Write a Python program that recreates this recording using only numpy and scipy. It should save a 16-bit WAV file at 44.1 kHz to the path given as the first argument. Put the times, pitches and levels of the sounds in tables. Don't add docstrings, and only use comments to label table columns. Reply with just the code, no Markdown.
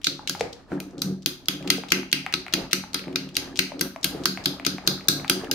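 import sys
import numpy as np
from scipy import signal
from scipy.fft import rfft, irfft, next_fast_len
from scipy.io import wavfile
from scipy.ndimage import map_coordinates

SR = 44100
rng = np.random.default_rng(int(sys.argv[2]) if len(sys.argv) > 2 else 0)


def volts_from_decibels(level):
    exponent = np.asarray(level, float) / 20
    return 10 ** exponent


def int16_out(signal):
    q = np.round(np.clip(np.atleast_2d(signal).T, -1, 1) * 32767)
    wavfile.write(sys.argv[1], SR, q.astype(np.int16))


N = 244314

# (time [s], peak [dB], middle ring [dB], bright ring [dB], thump [dB])
BLOWS = [(0.0688, -2.5, -5, -3, -26.5), (0.2951, -5, -10, -1.5, -28.5), (1.0183, -3.5, -8, 4.5, -39),
         (1.26, -1, -4, 0, -26), (1.484, -1, -1.5, -3, -25), (1.702, 5, -0.5, -2, -23),
         (1.9196, 2.5, 2, -2, -20), (2.1283, 2, 3.5, -2.5, -25.5), (2.339, -1, -2, -4.5, -26),
         (2.5372, -0.5, 1, -3.5, -21.5), (2.7306, -1, -2, 1, -24), (2.944, -3.5, -7, -6, -28),
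         (3.1579, -1, 0, -4, -29.5), (3.367, -1.5, 0, -1, -35), (3.591, -1, 0, -0.5, -22.5),
         (3.8106, 0, -5.5, 4, -21.5), (4.0434, -1.5, -3, 6.5, -24.5), (4.2557, -1, -8, -1, -24),
         (4.4576, 1.5, -6, 0, -21), (4.6652, 1, -9, -3, -20.5), (4.8746, 3, -8.5, 1, -19.5),
         (5.0843, 3.5, -10.5, 2.5, -19.5), (5.2973, 3, -6, 0.5, -18), (5.5131, -2, -4.5, 5.5, -24)]
# (time [s], peak [dB], middle ring [dB], bright ring [dB], thump [dB])
GLANCES = [
    (0.8017, -17.5, 8, 9.5, -32),
]
# (time [s], peak [dB], colour [Hz], length [s])
GRAZES = [(0.034, -33, 3480, 0.009), (0.0442, -12.5, 3900, 0.0065), (0.275, -15.5, 3150, 0.0055),
          (0.284, -21, 4040, 0.0036), (0.981, -32.5, 4100, 0.0037), (1.223, -37, 4200, 0.016),
          (1.458, -31, 4000, 0.0023), (1.6757, -20.5, 2970, 0.0068), (1.886, -28.5, 3180, 0.007),
          (1.9034, -20, 4000, 0.0072), (2.1165, -22, 3970, 0.0019), (2.326, -18, 2420, 0.00394),
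          (2.5267, -22, 3640, 0.0082), (2.712, -24, 2900, 0.014), (2.933, -25.5, 4050, 0.0023),
          (3.354, -21.5, 3720, 0.0073), (3.5585, -22.5, 3300, 0.016), (3.574, -21, 5000, 0.0018),
          (3.794, -24, 3730, 0.0048), (4.031, -19, 4200, 0.0052), (4.237, -25.5, 3680, 0.011),
          (4.44, -24.5, 4160, 0.013), (4.6496, -14.5, 3000, 0.006), (4.866, -28, 4760, 0.0073),
          (5.074, -33, 4260, 0.006), (5.28, -19.5, 2930, 0.0056)]
# (time [s], peak [dB], colour [Hz])
TICKS = [(0.0162, -38.5, 2330), (0.3962, -26.5, 4100), (0.4085, -20, 4170), (0.909, -47.5, 5200),
         (0.992, -36.5, 4200), (1.001, -43, 4200), (0.529, -28, 3800), (1.626, -34, 2730),
         (1.657, -48, 2520), (1.775, -29, 5560), (2.9923, -26, 2480), (3.128, -38, 2660), (3.29, -35, 2640),
         (3.344, -36, 4950), (3.444, -37, 1600), (3.961, -40, 4900), (4.012, -47, 5000), (4.124, -44, 2600),
         (5.044, -44, 4260), (5.445, -28.5, 2250)]
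# (centre [Hz], width [Hz], level [dB])
PLATE_CONTACT = [(1420, 870, 2.5), (2544, 825, 7), (3300, 870, -11), (4050, 660, 9), (5240, 680, 4),
                 (5560, 440, 3.5), (6345, 1040, 0.5), (7040, 370, -33), (9400, 1800, -4.5),
                 (12510, 830, -2.5), (14400, 1600, -10), (15100, 250, -41)]
# (centre [Hz], width [Hz], level [dB])
PLATE_RING = [(1293, 24, -1.5), (1631, 79, 3.5), (2013, 39, -5.5), (2500, 210, -10), (2417, 48, 4),
              (2770, 126, 1.5), (3257, 220, 4.5), (4180, 44, -28.5), (4640, 52, 5.5), (4803, 135, 2),
              (6143, 30, -4), (12110, 60, -11.5)]
# (time [s], peak [dB], pitch [Hz], snap [dB])
PLOPS = [(0.192, -31, 850, -27), (0.349, -25.5, 818, -2), (0.4077, -13.5, 472, -5),
         (0.717, -27.5, 445, -23), (0.718, -29.5, 1400, -5), (0.7293, -38, 1500, -16),
         (1.781, -28.5, 448, -25), (1.835, -26.5, 797, 1.5), (2.03, -31, 790, 6.5), (2.263, -16, 775, 11),
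         (2.464, -25, 730, 10), (2.481, -26.5, 1420, 13), (2.58, -29, 426, -15), (2.837, -29, 840, -4),
         (3.039, -32, 400, 8), (3.08, -29, 537, -2.5), (3.718, -29, 576, -6), (3.96, -26.5, 653, -2),
         (4.146, -29.5, 425, -28), (4.373, -21, 721, 10.5), (4.597, -24.5, 660, 7.5),
         (4.782, -25.5, 740, 6), (4.977, -39, 1430, -9), (5.008, -32.5, 795, 24), (5.197, -29.5, 670, 3),
         (5.245, -22.5, 796, 4), (5.434, -31, 433, -16)]
# (centre [s], spread [s], level [dB])
FOLDS = [(0.44, 0.093, -48.5), (0.77, 0.042, -43.5), (1.65, 0.029, -43), (1.94, 0.06, -55),
         (2.6, 0.063, -42.5), (2.8, 0.021, -75), (3.12, 0.082, -53.5), (3.47, 0.11, -48.5),
         (3.86, 0.012, -55), (4.14, 0.078, -47), (4.5, 0.067, -44), (4.9, 0.07, -44.5), (5.3, 0.14, -48),
         (5.5, 0.063, -43.5)]
# (frequency [Hz], density [dB per Hz])
SLOSH = [(250, 7), (450, -2.5), (800, -0.5), (1500, -7), (3000, -15), (6000, -20.5), (16000, -37)]
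# (centre [Hz], width [Hz], level [dB])
BUBBLES = [(621, 110, -11), (850, 140, -14), (1252, 320, -15.5), (1690, 280, -17)]
# (centre [Hz], width [Hz], level [dB])
TABLE_TOP = [(97.3, 26, -15.5), (147.3, 6.3, 1), (189.3, 5.8, 7), (235, 4.3, -5.5), (267.1, 6.75, 6),
             (295, 12.7, 2), (337.3, 5.9, -1.5), (368.5, 11.1, 2), (386.1, 7.6, -7), (443.3, 36.5, -10),
             (553.5, 7.2, -6), (688.4, 17.5, -15), (818, 30, -19), (1230, 170, -21.5)]
# (time [s], peak [dB], frame shake [dB])
BUMPS = [
    (0.718, -20, -57),
    (3.071, -26, -69),
    (3.592, -30.5, -36),
    (4.146, -27.5, -52),
]
# (centre [s], spread [s], deep modes [dB], upper modes [dB])
SHUFFLES = [(0.429, 0.024, -42, -42), (0.8, 0.027, -52, -57), (0.971, 0.03, -35, -35.5),
            (1.09, 0.047, -27.5, -35), (1.68, 0.076, -38, -35), (2.56, 0.022, -46, -53),
            (2.79, 0.087, -52, -78), (3.18, 0.085, -39.5, -43), (3.47, 0.088, -58, -41.5),
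            (3.76, 0.038, -55, -38), (4.18, 0.056, -52, -34), (4.65, 0.2, -55, -48),
            (5.28, 0.092, -55, -53), (5.52, 0.11, -52, -38)]
# (frequency [Hz], density [dB per Hz])
HUM = [(15, -21), (25, 19), (197, 6), (266, 18.5), (902, -31), (1150, -49), (3600, -48), (4130, -13),
       (15200, -67), (16500, -66.5)]
# (frequency [Hz], t60 [s])
KITCHEN = [(300, 0.4), (1800, 0.38), (4800, 0.35), (12800, 0.27)]

SIZE = 16384
HZ = np.fft.rfftfreq(SIZE, 1 / SR)
TOP_HZ, STEADY_TOP_HZ = 16600, 15760
LOW_RING_DB = -2.5
TICK_S, SPARKLE_DB = 0.0056, -12
SNAP_HZ = 2250
SHAKE_DB, DEEP_DB, DRAG_S = -55.5, 0.5, 0.07
STIR_FROM_S, CREEP_DB, STIR_DB = 1.6, -59.5, -53.5


def fork():
    out = np.zeros((2, N + SIZE))
    blows = BLOWS + GLANCES
    rooms = tails(count=len(blows))
    for (s, db, mid_db, bright_db, _), room in zip(blows, rooms):
        tilt_db = [(900, LOW_RING_DB - 3), (1300, LOW_RING_DB), (1600, LOW_RING_DB),
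                   (2000, mid_db), (2900, mid_db - 3.5), (3500, 0), (5000, 0),
                   (6500, 0.65 * bright_db), (7500, bright_db)]
        contact = resonances(PLATE_CONTACT, HZ, spread_db=2.2)
        ring = volts_from_decibels(4.5) * resonances(PLATE_RING, HZ, spread_db=3)
        colour = (contact + ring) * volts_from_decibels(along(tilt_db, HZ))
        tines = chatter(0.0036, count=12, alike=0.33)
        add(out, s, db - 5.5, colour, tines, volts_from_decibels(-6.0) * room, pan_db=0.6)

    scratches = GRAZES + [(*tick, TICK_S) for tick in TICKS]
    sparkle = resonances([(11900, 14000, SPARKLE_DB)], HZ) ** 2
    blunt = 1 + (1j * HZ / 6900) ** 2 + 0.6j * HZ / 6900
    for (s, db, hz, length_s), room in zip(scratches, np.tile(rooms[::-1], (2, 1, 1))):
        colour = resonances([(hz, 0.8 * hz, 0)], HZ) ** 2 / blunt + sparkle
        tines = chatter(length_s, count=8, alike=0.48)
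        add(out, s - 0.0004, db + 0.18, colour, tines, volts_from_decibels(-4) * room, pan_db=2.5)
    return out[:, :N]


def batter():
    out = np.zeros((2, N + SIZE))
    rooms = np.tile(tails(count=len(PLOPS) // 3), (3, 1, 1))
    wet = resonances([(SNAP_HZ, 0.5 * SNAP_HZ, 0)], HZ) ** 2
    muffle = 1j * HZ / (1j * HZ + 300) / (1 + 1j * HZ / (1.6 * SNAP_HZ)) ** 2
    for (s, db, hz, snap_db), room in zip(PLOPS, rooms):
        pocket = resonances([(hz, 0.1 * hz, 0), (1.645 * hz, 0.31 * hz, -9)], HZ) / (1 + 1j * HZ / 2500)
        snap = volts_from_decibels(snap_db - 12.5) * wet
        edge = volts_from_decibels(snap_db - 31.5) * resonances([(4000, 1450, 0)], HZ)
        colour = (pocket + snap) * muffle + edge
        add(out, s + 0.001122, db + 3, colour, np.ones((2, 1)), volts_from_decibels(-5.0) * room, pan_db=2.2)

    lumps = map_coordinates(rng.standard_normal(400), [np.arange(N) * 18 / SR])

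    def slosh_colour(f):
        return volts_from_decibels(along(SLOSH, f)) * (1 + 4 * np.abs(resonances(TABLE_TOP[8:], f)))

    wash = pair(slosh_colour, split_hz=500) * unit(volts_from_decibels(3.5 * lumps))
    for hz, width_hz, db in BUBBLES:
        bursts = rng.standard_normal(N) * (rng.uniform(0, 1, N) < 70 / SR)
        bubbles = filtered(bursts, lambda f: resonances([(hz, width_hz, 0)], f) ** 2)
        wash = wash + unit(bubbles) * volts_from_decibels(db)
    return out[:, :N] + volts_from_decibels(1.0) * swells(*np.transpose(FOLDS), STIR_DB) * wash


def table():
    out = np.zeros(N + SIZE)
    thumps = [(s, thump_db, SHAKE_DB) for s, *_, thump_db in BLOWS + GLANCES]
    for s, db, shake_db in thumps + BUMPS:
        top = resonances(TABLE_TOP, HZ, spread_db=2.5) * volts_from_decibels(along([(200, DEEP_DB), (240, 0)], HZ))
        thud = resonances([(323, 65, -1), (60, 130, min(shake_db - db, 0) + 12.5)], HZ)
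        slip_s = DRAG_S * rng.uniform(0, 1, (20, 1))
        slips = rng.normal(0, 0.2, 20) @ np.exp(-2j * np.pi * slip_s * HZ)
        ring = irfft((top * (1 + slips) + thud) / (1 + 1j * HZ / 1200) ** 3)
        out[round(s * SR):][:SIZE] += volts_from_decibels(db + 1.5) * ring / np.abs(ring).max()

    s, spread_s, *levels_db = np.transpose(SHUFFLES)
    mid = out[:N]
    for level_db, modes in zip(levels_db, (TABLE_TOP[:3], TABLE_TOP[3:])):
        def body(f):
            return resonances(modes, f) / (1 + 1j * f / 1300) ** 2

        jerks = rng.standard_normal(N) * (rng.uniform(0, 1, N) < 350 / SR)
        surges = swells(s, spread_s, level_db, CREEP_DB)
        mid = mid + filtered(surges * jerks, body) / np.std(filtered(jerks, body))
    side = volts_from_decibels(-2.5) * filtered(mid, lambda f: (0.16 + 1j) * f / (f + 900))
    return np.array([mid + side, mid - side])


def house_hum():
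    return volts_from_decibels(-54.0) * pair(lambda f: volts_from_decibels(along(HUM, f)) * f / (f + 60), split_hz=940)


def port_air():
    return volts_from_decibels(-56) * pair(lambda f: f / (f + 30) / (1 + (f / 110) ** 4), split_hz=3)


def add(out, s, db, colour, contacts, room, pan_db=0):
    direct = colour * contacts
    peak = np.abs(irfft(np.mean(direct, axis=0))).max()
    far = room * colour * np.sqrt(np.mean(np.abs(contacts) ** 2))
    gain = volts_from_decibels(db + np.array([[0.5], [-0.5]]) * pan_db) / peak
    fade = np.clip(np.linspace(5, -0.2, SIZE), 0, 1)
    out[:, round(s * SR):][:, :SIZE] += irfft(direct + far) * gain * fade


def chatter(length_s, count, alike):
    when = np.sort(rng.uniform(0, 1, (3, count)), axis=1)
    when -= when[:, :1]
    size = rng.normal(0, 1, when.shape) * np.exp(-1.2 * when)
    size[:, 0] = 0.62
    delays = np.exp(-2j * np.pi * HZ * length_s * when[..., None])
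    both, left, right = np.sum(size[..., None] * delays, axis=1)
    right = right * np.exp(-2j * np.pi * HZ * 0.000397)
    share = np.clip(alike, 0, 1)
    return share * both + (1 - share) * np.array([left, right])


def tails(count):
    hz, t, z = signal.stft(rng.standard_normal((count, 2, SIZE - 2048)), SR, nperseg=128)
    decay = volts_from_decibels(-60 * t / along(KITCHEN, hz)[:, None])
    tail = signal.istft(z * decay, SR, nperseg=128)[1]
    tail = tail * np.clip(np.arange(tail.shape[-1]) / (0.002 * SR), 0, 1)
    return rfft(tail / np.linalg.norm(tail[0, 0]), SIZE) * (HZ < STEADY_TOP_HZ)


def swells(s, spread_s, db, rest_db):
    t = np.arange(0, N + 64, 64) / SR
    rest = volts_from_decibels(rest_db - 6.3 * np.clip((STIR_FROM_S - t) / 0.1, 0, 1))
    bells = volts_from_decibels(db) @ np.exp(-0.5 * ((t - s[:, None]) / spread_s[:, None]) ** 2)
    return np.interp(np.arange(N) / SR, t, rest + bells)


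def resonances(modes, f, spread_db=0):
    centre, width, db = np.transpose(modes)[..., None]
    sign = (-1) ** np.arange(len(centre))[:, None]
    gain = sign * volts_from_decibels(db + spread_db * rng.standard_normal(centre.shape))
    damping = 1j * f * width
    return np.sum(gain * damping / (centre * centre - f * f + damping), axis=0)


def pair(response, split_hz):
    def mid_side(f):
        turn = np.pi / 4 * f / (f + split_hz)
        return response(f) * (f < STEADY_TOP_HZ) * [np.cos(turn), np.sin(turn)]

    mid, side = filtered(rng.standard_normal((2, N)), mid_side)
    return unit(np.array([mid + side, mid - side]))


def filtered(x, response):
    m = next_fast_len(N + SR // 2)
    return irfft(rfft(x, m) * response(np.fft.rfftfreq(m, 1 / SR)), m)[..., :N]


def along(points, hz):
    f, v = np.transpose(points)
    return np.interp(np.log(hz + 1), np.log(f + 1), v)


def unit(x):
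    return x / np.sqrt(np.mean(x ** 2) + 1e-20)


def scene():
    return fork() + batter() + table() + house_hum() + port_air()


def low_pass(x):
    return signal.sosfilt(signal.butter(12, 16830, fs=SR, output="sos"), x)


def record(dry):
    band = filtered(dry, lambda f: 1 / (1 + (f / TOP_HZ) ** 120) * f ** 2 / (f ** 2 + 28 ** 2))
    soft = band / (1 + np.abs(band) ** 8) ** (1 / 8)
    return low_pass(soft)


dry = scene()
out = record(dry)
int16_out(out)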